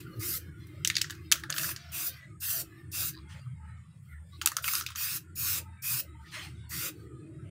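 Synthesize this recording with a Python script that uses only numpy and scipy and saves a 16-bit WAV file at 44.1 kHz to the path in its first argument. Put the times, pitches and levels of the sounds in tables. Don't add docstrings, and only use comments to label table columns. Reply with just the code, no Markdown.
import sys
import numpy as np
from scipy import signal
from scipy.fft import rfft, irfft
from scipy.io import wavfile
from scipy.ndimage import uniform_filter1d, map_coordinates

SR = 44100
rng = np.random.default_rng(int(sys.argv[2]) if len(sys.argv) > 2 else 0)


def nominal_scale(level):
    x = np.asarray(level, float) / 20
    return 10 ** x


def int16_out(signal):
    q = np.round(np.clip(np.atleast_2d(signal).T, -1, 1) * 32767)
    wavfile.write(sys.argv[1], SR, q.astype(np.int16))


N = 330750
T = np.arange(N) / SR

# [start t/s, length t/s, fine hiss at full flow level/dB,
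# full flow at share of length, slowness of the finger]
PRESSES = [(-.09, 0.15, -47, 0.64, 2.1), (0.189, 0.22, -33, 0.85, 1.09), (1.532, 0.23, -34, 0.47, 1.27),
           (1.913, 0.21, -34, 0.78, 1), (2.398, 0.25, -32, 0.47, 1.02), (2.91, 0.23, -32, 0.44, 1.26),
           (3.277, 0.17, -73, 0.099, 1.3), (4.617, 0.22, -32.5, 0.83, 1.16),
           (4.951, 0.26, -33.5, 0.33, 1.11), (5.349, 0.28, -31, 0.49, 1.19), (5.816, 0.22, -31, 0.51, 1.04),
           (6.304, 0.29, -57, 0.11, 2.18), (6.687, 0.24, -36.5, 0.84, 1.2)]
# [low roar at start, at end level/dB re jet, hand echo lag at start, at end t/ms]
NOZZLE_AIM = [(-29, 7, 0.65, 0.92), (-13, -18, 0.89, 0.426), (-17, -7, 0.91, 0.775),
              (-9.5, -18.5, 0.83, 0.83), (-13.5, -15.5, 0.59, 0.73), (-10.5, -17.5, 0.84, 0.78),
              (23.5, 8, 1, 0.86), (-13.5, -9.5, 0.863, 0.71), (-9, -12, 0.904, 0.69),
              (-18.5, -6, 0.72, 0.837), (-14.5, -13, 0.912, 0.7), (17.5, 8.5, 0.95, 0.915),
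              (-8, -5.5, 0.897, 0.796)]
WHISTLE_HZ = [2700, 2092, 2700, 2700, 2700, 2689, 2250, 2600, 2600, 2514, 2520, 1893, 1950]
# [f/Hz, level/dB per Hz]
JET_COLOUR = [(290, -60), (500, 8), (799, -21), (872, 10), (1290, -1), (2220, -9), (2540, -4), (3210, -9.5),
              (5120, -1), (11600, -0.5), (15100, 6), (15800, -10), (16900, -27)]
# [t/s, peak level/dB, loudest ring f/Hz, hollow knock level/dB re peak, bright tick level/dB re peak]
FIRST_TILT = [(0.6694, -67, 3680, -4, 0), (0.848, -12.5, 6130, -8, -13.5), (.8495, -15.5, 2930, -19, -42),
              (0.8743, -9, 6100, -15, -11), (0.9, -12.5, 2800, -2.5, -19), (0.9427, -41, 3240, -12, -28),
              (0.9542, -15, 4760, -23, -37), (0.9667, -10, 4700, -12, -24), (0.9819, -21.5, 4430, -7, -25),
              (1.013, -23, 3040, -2, -19), (1.0156, -11, 5180, -26, -13), (1.0428, -28, 5170, 10, -41),
              (1.0979, -31.5, 3100, 0, -21), (1.1058, -27, 6200, -8, -10), (1.1238, -43, 2680, 16, -31),
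              (1.149, -52, 4530, 11, -12)]
SECOND_TILT = [(1.3161, -8, 4370, -2.5, -10), (1.3221, -0.5, 6100, -16, -9),
               (1.3232, -13, 4480, -16.5, -14), (1.3255, -11.5, 2870, -5.5, -12),
               (1.331, -20, 6800, -8, -6), (1.3396, -32, 6600, 5, -25), (1.355, -31, 5960, 1, -10),
               (1.379, -48, 2840, 18, -8), (1.3967, -46, 7010, 3, -14), (1.436, -26.5, 3400, 12, -16),
               (1.4972, -32, 4470, 6, -35), (1.502, -15.5, 6540, 3, -11), (1.5249, -24, 4600, -15, -25),
               (1.5403, -28, 4600, 12, -21), (1.5636, -26, 2950, 4, -20), (1.581, -20, 3000, -1, -7),
               (1.5835, -20.5, 4530, -2.5, -8), (1.595, -27, 2700, 1.5, -16), (1.612, -31, 4750, -7, -20),
               (1.6322, -26, 5500, 4, -21), (1.643, -27, 6050, 11, -13), (1.69, -28, 2640, 5, -5),
               (1.713, -37, 2620, 10, -5), (1.762, -30.5, 4770, -4, -23)]
THIRD_TILT = [(4.4143, -22, 2820, -2, -13.5), (4.419, -28, 6740, 1, -12.5), (4.4595, -4.5, 7970, -24, -4),
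              (4.4614, -20, 7900, -4, -9), (4.4725, -16.5, 2600, -2, -28), (4.4730, -12.5, 6760, -15.5, -3),
              (4.485, -26, 5500, -20, -2), (4.5174, -27, 5870, 15, -5.5), (4.5675, -12.5, 6040, -1, -5),
              (4.584, -28.5, 5140, 7, -31), (4.6424, -18.5, 2600, -0.5, -9.5),
              (4.655, -39, 6030, 16.5, -18), (4.679, -16, 2600, -1, -12), (4.685, -17.5, 2270, -6.5, -11),
              (4.7351, -18, 6700, -6, -3), (4.7466, -29.5, 2600, 5, -14), (4.7522, -16, 5200, -10, -6.5),
              (4.7635, -34, 4500, -4, -7), (4.7991, -29.5, 5200, -16, -3.5), (4.8094, -24, 5200, 7.5, -22),
              (4.821, -36, 5200, -9.5, -10.5), (4.837, -44.5, 6050, 7.5, -8),
              (4.8636, -19.5, 2560, -19, -19), (4.887, -41, 2660, -3, -23.5), (4.903, -36.5, 3700, 4, -13),
              (4.919, -46, 2440, -2, -27), (4.9512, -42.5, 4984, 8.5, -16), (4.9584, -28, 6130, -5.5, -33)]
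KNOCKS = FIRST_TILT + SECOND_TILT + THIRD_TILT
SHELL_HZ = np.array([1250, 1450, 1650, 1850, 2250, 2700, 3150, 3700, 4500, 4800, 5800, 6400, 6800, 7800, 8300, 9300, 10300, 10800, 12600, 13600, 14800])[:, None]
HOLLOW_HZ = (1762, 1580, 1280)
# [t/s, peak level/dB]
SLIPS = [(3.101, -49), (3.136, -48), (3.14, -55), (3.145, -47), (3.151, -43), (3.158, -48), (3.167, -48),
         (3.1705, -57), (3.1752, -38), (3.187, -44), (3.192, -54), (3.204, -57), (3.213, -57), (3.221, -62),
         (4.352, -56), (4.367, -52)]
# [f/Hz, level/dB]
YARD_COLOUR = [(600, -25), (1200, -1.5), (2500, 5), (6000, -0.5), (10000, -1), (16000, -5)]
# [start t/s, length t/s, f/Hz, width f/Hz,
# level/dB]
PUFFS = [(0, .2, 230, 60, -61), (.103, .11, 520, 170, -63), (.11, .24, 387, 175, -59),
         (.3, .2, 478, 124, -65), (.72, .08, 590, 150, -67), (1.317, .04, 590, 240, -59),
         (1.495, .02, 600, 280, -55), (1.53, .2, 630, 200, -58), (1.9, .15, 2400, 3700, -53),
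         (2.06, .08, 520, 140, -66), (2.2, .09, 607, 130, -69), (2.564, .068, 540, 520, -56),
         (2.963, .084, 640, 480, -60), (3.165, .02, 1100, 300, -61), (3.345, .045, 580, 240, -66),
         (3.45, .005, 1250, 400, -62), (4.085, .05, 2050, 300, -62), (4.12, .06, 1850, 400, -61),
         (4.335, .025, 4060, 800, -62), (4.415, .09, 880, 260, -57), (4.5, .22, 600, 300, -64),
         (5, .08, 2210, 1300, -60), (5.55, .07, 525, 270, -60), (5.97, .09, 560, 220, -62),
         (6.248, .015, 1890, 330, -55), (6.255, .065, 3600, 5000, -60), (6.41, .07, 800, 260, -62),
         (6.63, .065, 960, 230, -69), (6.822, .07, 483, 310, -54), (6.88, .44, 410, 145, -59),
         (7.1, .2, 230, 60, -61), (7.212, .21, 605, 140, -70), (7.44, .05, 600, 200, -64),
         (7.44, .05, 2600, 1500, -70)]
# [start t/s, length t/s, f/Hz, level/dB]
STREAKS = [(.031, .23, 1213, -59), (.4, .14, 2184, -71), (.43, .077, 1650, -66), (.52, .069, 1430, -63),
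           (.548, .4, 2100, -67), (.568, .07, 3400, -71), (.693, .15, 1270, -69), (1.17, .05, 1140, -66),
           (1.434, .01, 882, -62), (1.72, .46, 690, -64), (2.28, .079, 1250, -65), (2.53, .056, 665, -56),
           (2.68, .11, 4100, -78), (3.199, .23, 2100, -68), (3.235, .15, 880, -65), (3.26, .037, 3350, -73),
           (3.402, .004, 4750, -68), (3.4, .07, 1250, -68), (3.43, .11, 3200, -77), (3.47, .12, 2150, -71),
           (3.545, .17, 890, -64), (3.585, .21, 1286, -65), (3.667, .082, 4000, -80), (3.7, .11, 2204, -73),
           (4.04, .2, 1400, -72), (4.325, .03, 1143, -64), (4.31, .05, 3840, -66), (5.24, .096, 1400, -66),
           (5.488, .29, 902, -63), (5.618, .29, 2000, -73), (5.634, .32, 1300, -69),
           (5.643, .39, 1570, -68), (5.66, .15, 3700, -77), (5.76, .1, 2300, -65), (5.9, .1, 950, -64),
           (6.06, .07, 1260, -64), (6.065, .08, 3830, -74), (6.14, .09, 920, -60), (6.143, .06, 3100, -76),
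           (6.255, .09, 1250, -65), (6.362, .03, 620, -58), (6.526, .13, 3750, -70), (6.56, .11, 3500, -70),
           (6.647, .036, 4400, -72), (6.94, .28, 1250, -68), (7.1, .15, 1238, -68), (7.2, .082, 2500, -73),
           (7.378, .079, 1300, -67)]
# [start t/s, length t/s, rustle level/dB, dry crackle level/dB]
MOVES = [(0, 0.15, -71, -71), (0.17, 0.26, -63.5, -66), (0.602, 0.7, -70.5, -75.5),
         (1.776, 0.25, -58.5, -73), (2.096, 0.045, -52.5, -62), (2.666, 0.15, -75, -77),
         (3.105, 0.075, -67, -76), (3.4, 0.05, -75, -83), (3.656, 0.045, -79.5, -90),
         (3.783, 0.19, -78, -95), (4.059, .07, -77.5, -76.5), (4.338, 0.12, -71, -75),
         (5.663, 0.17, -85, -97), (6.29, 0.08, -62, -72), (6.55, 0.058, -73, -94), (6.946, 0.08, -71, -76),
         (7.143, 0.49, -82, -99.5)]
# [t/s, level/dB]
LEAVES_LEVEL = [(0, -60), (.55, -64), (1.26, -64), (2.23, -55), (2.36, -77), (2.77, -62), (2.88, -65),
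                (3.44, -63.5), (3.55, -68.5), (3.68, -61), (3.99, -79.5), (4.13, -66), (4.27, -74.5),
                (5.7, -68.5), (6.15, -66.5), (6.97, -66), (7.2, -73), (7.5, -66.5)]
# [f/Hz, level/dB per Hz]
INSECT_COLOUR = [(3530, -51), (6000, -28.5), (6550, -24.5), (6680, -7.5), (7370, -3), (9110, 1),
                 (9910, -9.5), (12000, -17), (15600, -48.5), (22000, -120)]
# [t/s, level/dB]
TRAFFIC = [(0, -45), (.6, -47), (1.0, -45.5), (1.8, -52), (2.03, -54), (2.14, -51.5), (3.4, -48),
           (4.3, -52), (4.7, -56.5), (5.6, -48.5), (7.5, -47.5)]
# [f/Hz, level/dB per Hz]
RUMBLE_COLOUR = [(15, -49), (25, -21.5), (38, -35.5), (64, -12.5), (86, -9.5), (112, 1.5), (140, 0),
                 (164, -3.5), (236, -23.5), (260, -30.5), (340, -57.5), (570, -120)]
# [start t/s, length t/s, level/dB]
ENGINE_ON = [(0.195, 0.038, -54.5), (0.304, 0.044, -54), (0.41, 0.098, -47), (0.6, 0.3, -51.5),
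             (1.205, 0.1, -49.5), (1.373, 0.06, -52.5), (1.682, 0.058, -50.5), (1.86, 0.066, -50),
             (2.1, 0.06, -55), (2.392, 0.12, -51.5), (2.871, 0.172, -48), (3.192, 0.062, -49),
             (3.331, 0.054, -49.5), (3.564, 0.22, -47.5), (4.127, 0.099, -45), (4.322, 0.13, -50.5),
             (4.633, 0.038, -51.5), (4.784, 0.24, -53), (5.281, 0.076, -49.5), (5.425, 0.106, -48),
             (5.6, 0.15, -48.5), (6.06, 0.16, -50.5), (6.472, 0.28, -49.5), (7.05, 0.099, -55),
             (7.365, 0.12, -52)]
# [start t/s, length t/s, level/dB]
DRONE_ON = [(0, 0.3, -51.5), (0.407, 1.06, -56.5), (1.574, 0.15, -54.5), (1.974, 0.13, -60),
            (2.292, 0.056, -60), (2.605, 0.64, -58), (4.379, 0.091, -59), (4.794, 0.026, -56.5),
            (5.14, 0.49, -60.5), (5.969, 0.034, -58), (6.094, 0.02, -57.5), (6.256, 0.026, -60),
            (6.345, 0.26, -59.5), (6.75, 1, -52.5)]
# [f/Hz, level/dB per Hz]
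DRONE_COLOUR = [(240, -22.5), (290, -5.5), (319, 2.5), (350, -3.5), (390, -11), (450, -26), (520, -25.5)]

WHISTLE_WIDTH_HZ, WHISTLE_DB = 200, 6.5
WEAK_HUSH = 2.5
MID_DB, MID_FOLLOWS_ROAR = -1, 0.28
HAND_ECHO = 0.33
CRACK_S, OPEN_S, EASE_S, CLOSE_S = 0.0063, 0.035, 0.044, 0.03
OPENING_DB, CLOSING_DB = (-51, -13.5, -4), (-3, -3.5, -37.5)
SHELL_T60_S, STRONG_RING_S = 0.011, 0.0011
HOLLOW_DB_PER_OCTAVE = 16.5
SOFT_RISE_S, RISE_DB_PER_DB = 0.00033, 0.73
WASH_FOLLOWS = 0.52
WASH_T60_S, BRIGHT_T60_S = 0.23, 0.1
KNOCK_WET_DB, JET_WET_DB, YARD_T60_S = -23.5, -11, 0.14
WIRE_HZ, WIRE_RING_S = (4000, 4750), 0.001
STREAK_WIDTH_HZ = 105
INSECTS_DB, HISS_DB = -74.5, -77.5
ENGINE_HZ, ENGINE_WIDTH_HZ = 82.5, 8.3
TOP_HZ = 15750


def spray():
    s, jet_db = valve()
    ends = np.ravel([(p[0], p[0] + p[1]) for p in PRESSES])
    roar_ends, lag_ends = np.split(np.array(NOZZLE_AIM), [2], axis=1)
    low_db = np.interp(T, ends, roar_ends.ravel())
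    lag_ms = np.interp(T, ends, lag_ends.ravel())
    weak_db = np.maximum(low_db, 0)
    mid_db = MID_DB + MID_FOLLOWS_ROAR * low_db + 0.25 * weak_db
    pressed = sum((T >= a) & (T < b) for a, b in ends.reshape(-1, 2))
    last_press = np.maximum(np.searchsorted(ends[::2], T) - 1, 0)
    since = 0.0031 + T - ends[::2][last_press]

    gas = colour(patchy(2.35, size=256, hold_s=0.033), JET_COLOUR)
    whistle = slow_noise(WHISTLE_WIDTH_HZ / 2)
    whistle_hz = np.interp(T, ends, np.repeat(WHISTLE_HZ, 2))
    whistle = level(whistle * np.sin(2 * np.pi * np.cumsum(whistle_hz) / SR), WHISTLE_DB)
    low = level(band(band(gas, 1403, 3440), 1060, 6100), 0)
    low = low + np.exp(-since / 0.073) * whistle * nominal_scale(-WEAK_HUSH * weak_db)
    low = low * nominal_scale(low_db) * np.clip((since - 0.014) / 0.012, 0, 1)
    mid = level(band(gas, 3760, 9900), 0) * nominal_scale(mid_db)
    fine = level(band(gas, 9600, 15860), 0)
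    jet = (fine + mid + low) * nominal_scale(np.interp(T, s, jet_db))
    jet = jet * uniform_filter1d(1.0 * pressed, size=200)
    late = np.arange(N) - lag_ms * SR / 1000
    echo = map_coordinates(jet, [late], order=3)
    jet = (jet + HAND_ECHO * echo) / np.sqrt(1 + HAND_ECHO ** 2)
    return jet + yard(jet, JET_WET_DB)


def valve():
    s, length, db, share, slow = np.transpose(PRESSES)
    opening, closing = np.minimum(slow, 1.2), slow ** 2
    end = s + length
    times = [s, s + opening * CRACK_S, s + opening * OPEN_S, s + share * length,
             end - closing * EASE_S, end - closing * CLOSE_S, end]
    levels = db[:, None] + np.r_[OPENING_DB, 0, CLOSING_DB]
    return np.sort(times, axis=0).T.ravel(), levels.ravel()


def ball():
    out, t = np.zeros(N + 8192), T[:8192]
    short = t[:2048]
    t60 = SHELL_T60_S * (3000 / SHELL_HZ) ** 0.13
    bright = np.clip(np.log2(SHELL_HZ / 6500) / 0.7, 0, 1)
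    in_air = SHELL_HZ < 1900
    chance = rng.standard_normal((len(KNOCKS), 3, len(SHELL_HZ), 1))
    noise = rng.standard_normal((len(KNOCKS), len(t)))
    for knock, (size, detune, turn), crack in zip(KNOCKS, chance, noise):
        s, peak_db, ring_hz, knock_db, tick_db = knock
        tilt = sum(int(s > later[0][0] - 0.01) for later in (SECOND_TILT, THIRD_TILT))
        hollow_hz = HOLLOW_HZ[tilt]
        near_db = -7 * np.abs(np.log2(SHELL_HZ / ring_hz))
        hollow_db = knock_db + 2.5 - HOLLOW_DB_PER_OCTAVE * np.abs(np.log2(SHELL_HZ / hollow_hz))
        steel_db = bright * (tick_db - 6.0) + (1 - bright) * (near_db - 8.5)
        share_db = np.where(in_air, hollow_db, steel_db) + 3.5 * size
        phase = 2 * np.pi * SHELL_HZ * (1 + 0.017 * detune) * short + 0.78 * turn
        rings = nominal_scale(share_db - 60 * short / t60) * np.sin(phase)
        rings = rings[SHELL_HZ[:, 0] > 1900].sum(axis=0)

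        strong = np.sin(2 * np.pi * ring_hz * t) * np.exp(-t / STRONG_RING_S)
        tick = nominal_scale(tick_db + 11.0) * band(crack, 4800, 12500) * np.exp(-t / 0.0004)
        air = np.sin(2 * np.pi * hollow_hz * (1 + 0.11 * detune[0]) * t) * t / 0.0012 * np.exp(-t / 0.001)
        air = nominal_scale(knock_db + 1.5) * air
        rise_s = SOFT_RISE_S * nominal_scale(-RISE_DB_PER_DB * (peak_db + 6.5))
        hit = np.pad(rings, (0, len(t) - 2048)) + strong + tick + air
        hit = hit * np.minimum(t / rise_s, 1)

        shade_db = (0.8 * share_db - 3.2 * in_air)[:, 0]
        shade = [(700, -38.5)] + list(zip(SHELL_HZ[:, 0], shade_db)) + [(17500, 0.51 * tick_db - 10.5)]
        wash = level(colour(crack, shade), KNOCK_WET_DB - (1 - WASH_FOLLOWS) * (peak_db + 16.5))
        dull = signal.lfilter([0.45], [1, -0.55], wash)
        tail = dull * nominal_scale(-60 * t / WASH_T60_S) + (wash - dull) * nominal_scale(-60 * t / BRIGHT_T60_S)
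        tail = tail + 2.43 * wash * np.exp(-t / 0.0047)
        i = int(s * SR)
        out[i:i + len(t)] += nominal_scale(peak_db) * (hit / np.abs(hit).max() + tail)
    return band(band(out[:N], 900, 17000), 860, 19000)


def scrape():
    out, t = np.zeros(N), T[:512]
    chance = rng.standard_normal((len(SLIPS), 2))
    swell = t / WIRE_RING_S * np.exp(-t / WIRE_RING_S)
    for (s, db), share in zip(SLIPS, chance):
        ring = sum(nominal_scale(3 * c + 1.5) * np.sin(2 * np.pi * hz * t) for hz, c in zip(WIRE_HZ, share))
        out[int(s * SR):][:len(t)] += nominal_scale(db) * ring * swell
    return out


def yard(x, wet_db):
    t = T[:SR // 4]
    tail = colour(rng.standard_normal(len(t)), YARD_COLOUR)
    tail = tail * nominal_scale(-60 * t / YARD_T60_S) * np.minimum(t / 0.0041, 1)
    return signal.fftconvolve(x, tail * nominal_scale(wet_db) / np.sqrt(np.sum(tail ** 2)))[:N]


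def streaks():
    out = np.zeros(N)
    rows = [(s, length, hz, STREAK_WIDTH_HZ * (hz / 1000) ** 0.45, db) for s, length, hz, db in STREAKS]
    rows = rows + PUFFS
    noise = rng.standard_normal((len(rows), SR // 2))
    for (s, length, hz, width_hz, db), x in zip(rows, noise):
        i, n = int(max(s - 0.01, 0) * SR), int((length + 0.037) * SR)
        streak = level(band(x, hz - width_hz / 3, hz + width_hz / 3)[-n:], db)
        out[i:i + n] += (streak * signal.windows.tukey(n, 0.65))[:N - i]
    return out


def garden():
    s, length, rustle_db, crackle_db = np.transpose(MOVES)
    patches = patchy(6.5, size=1024, hold_s=0.07)
    leaves = level(band(band(patches, 1080, 4000), 1138, 2400), 0)
    leaves = leaves * nominal_scale(np.interp(T, *np.transpose(LEAVES_LEVEL)))
    cloth = level(band(patches, 2300, 5400), 0) * gate(s, length, rustle_db, 190, 160, -87)
    flakes = band(patchy(3.0, size=32, hold_s=0.014), 10500, 15500)
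    flakes = level(flakes, 0) * gate(s, length, crackle_db, 150, 200, -99)
    insects = colour(patchy(4, size=512, hold_s=0.1), INSECT_COLOUR)
    insects = level(band(insects, 4900, 13000), INSECTS_DB)
    hiss = level(band(patchy(5, size=512, hold_s=0.05), 200, 1600), HISS_DB)
    return leaves + cloth + flakes + insects + hiss


def far():
    rumble = level(colour(patchy(4, size=2048, hold_s=0.06), RUMBLE_COLOUR), 0)
    rumble = rumble * nominal_scale(np.interp(T, *np.transpose(TRAFFIC)))
    drone = level(colour(patchy(1.2, size=2048, hold_s=0.098), DRONE_COLOUR), 0)
    drone = drone * gate(*np.transpose(DRONE_ON), 326, 210, -83)
    engine_hz = ENGINE_HZ + ENGINE_WIDTH_HZ / 2 * level(slow_noise(3), 0)
    engine = np.sqrt(2) * np.sin(2 * np.pi * np.cumsum(engine_hz) / SR)
    engine = engine * gate(*np.transpose(ENGINE_ON), 300, 200, -93)
    return rumble + engine + drone


def patchy(depth_db, size, hold_s):
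    cells = signal.stft(rng.standard_normal(N), nperseg=size)[2]
    frames = max(hold_s * SR * 2 / size, 1.0)
    at = np.indices(cells.shape) / np.array([2, frames])[:, None, None]
    slow = map_coordinates(rng.standard_normal(cells.shape), at, order=1)
    return signal.istft(cells * nominal_scale(depth_db * slow / slow.std()), nperseg=size)[1][:N]


def gate(starts, lengths, db, rise_db_s, fall_db_s, shut_db):
    gain_db = np.full(N, 1.0 * shut_db)
    for s, length, top_db in zip(starts, lengths, db):
        outside_db = np.maximum(rise_db_s * (s - T), fall_db_s * (T - s - length))
        gain_db = np.maximum(gain_db, top_db - np.maximum(0, outside_db))
    return nominal_scale(gain_db)


def slow_noise(top_hz):
    return signal.sosfilt(signal.butter(2, top_hz, fs=SR, output="sos"), rng.standard_normal(N))


def level(x, db):
    return x * nominal_scale(db) / np.sqrt(np.mean(x ** 2))


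def colour(x, points):
    hz, db = np.transpose(points)
    at = np.fft.rfftfreq(len(x), 1 / SR) + 1
    gain_db = np.interp(np.log(at), np.log(hz), db, left=-90, right=-90)
    return irfft(rfft(x) * nominal_scale(gain_db), len(x))


def band(x, low_hz, high_hz):
    return signal.sosfilt(signal.butter(3, [low_hz, high_hz], "band", fs=SR, output="sos"), x)


def scene():
    edges = np.minimum(np.minimum(T, T[::-1]) / 0.006, 1)
    mix = spray() + ball() + scrape() + streaks() + garden() + far()
    return np.tile(mix * edges, (2, 1))


def band_limit(x):
    return signal.sosfilt(signal.butter(12, 17000, fs=SR, output="sos"), x)


def record(dry):
    cut = signal.sosfilt(signal.ellip(8, 0.2, 28, TOP_HZ, fs=SR, output="sos"), dry)
    mix = np.clip(cut, -1, 1)
    return band_limit(mix)


dry = scene()
out = record(dry)
int16_out(out)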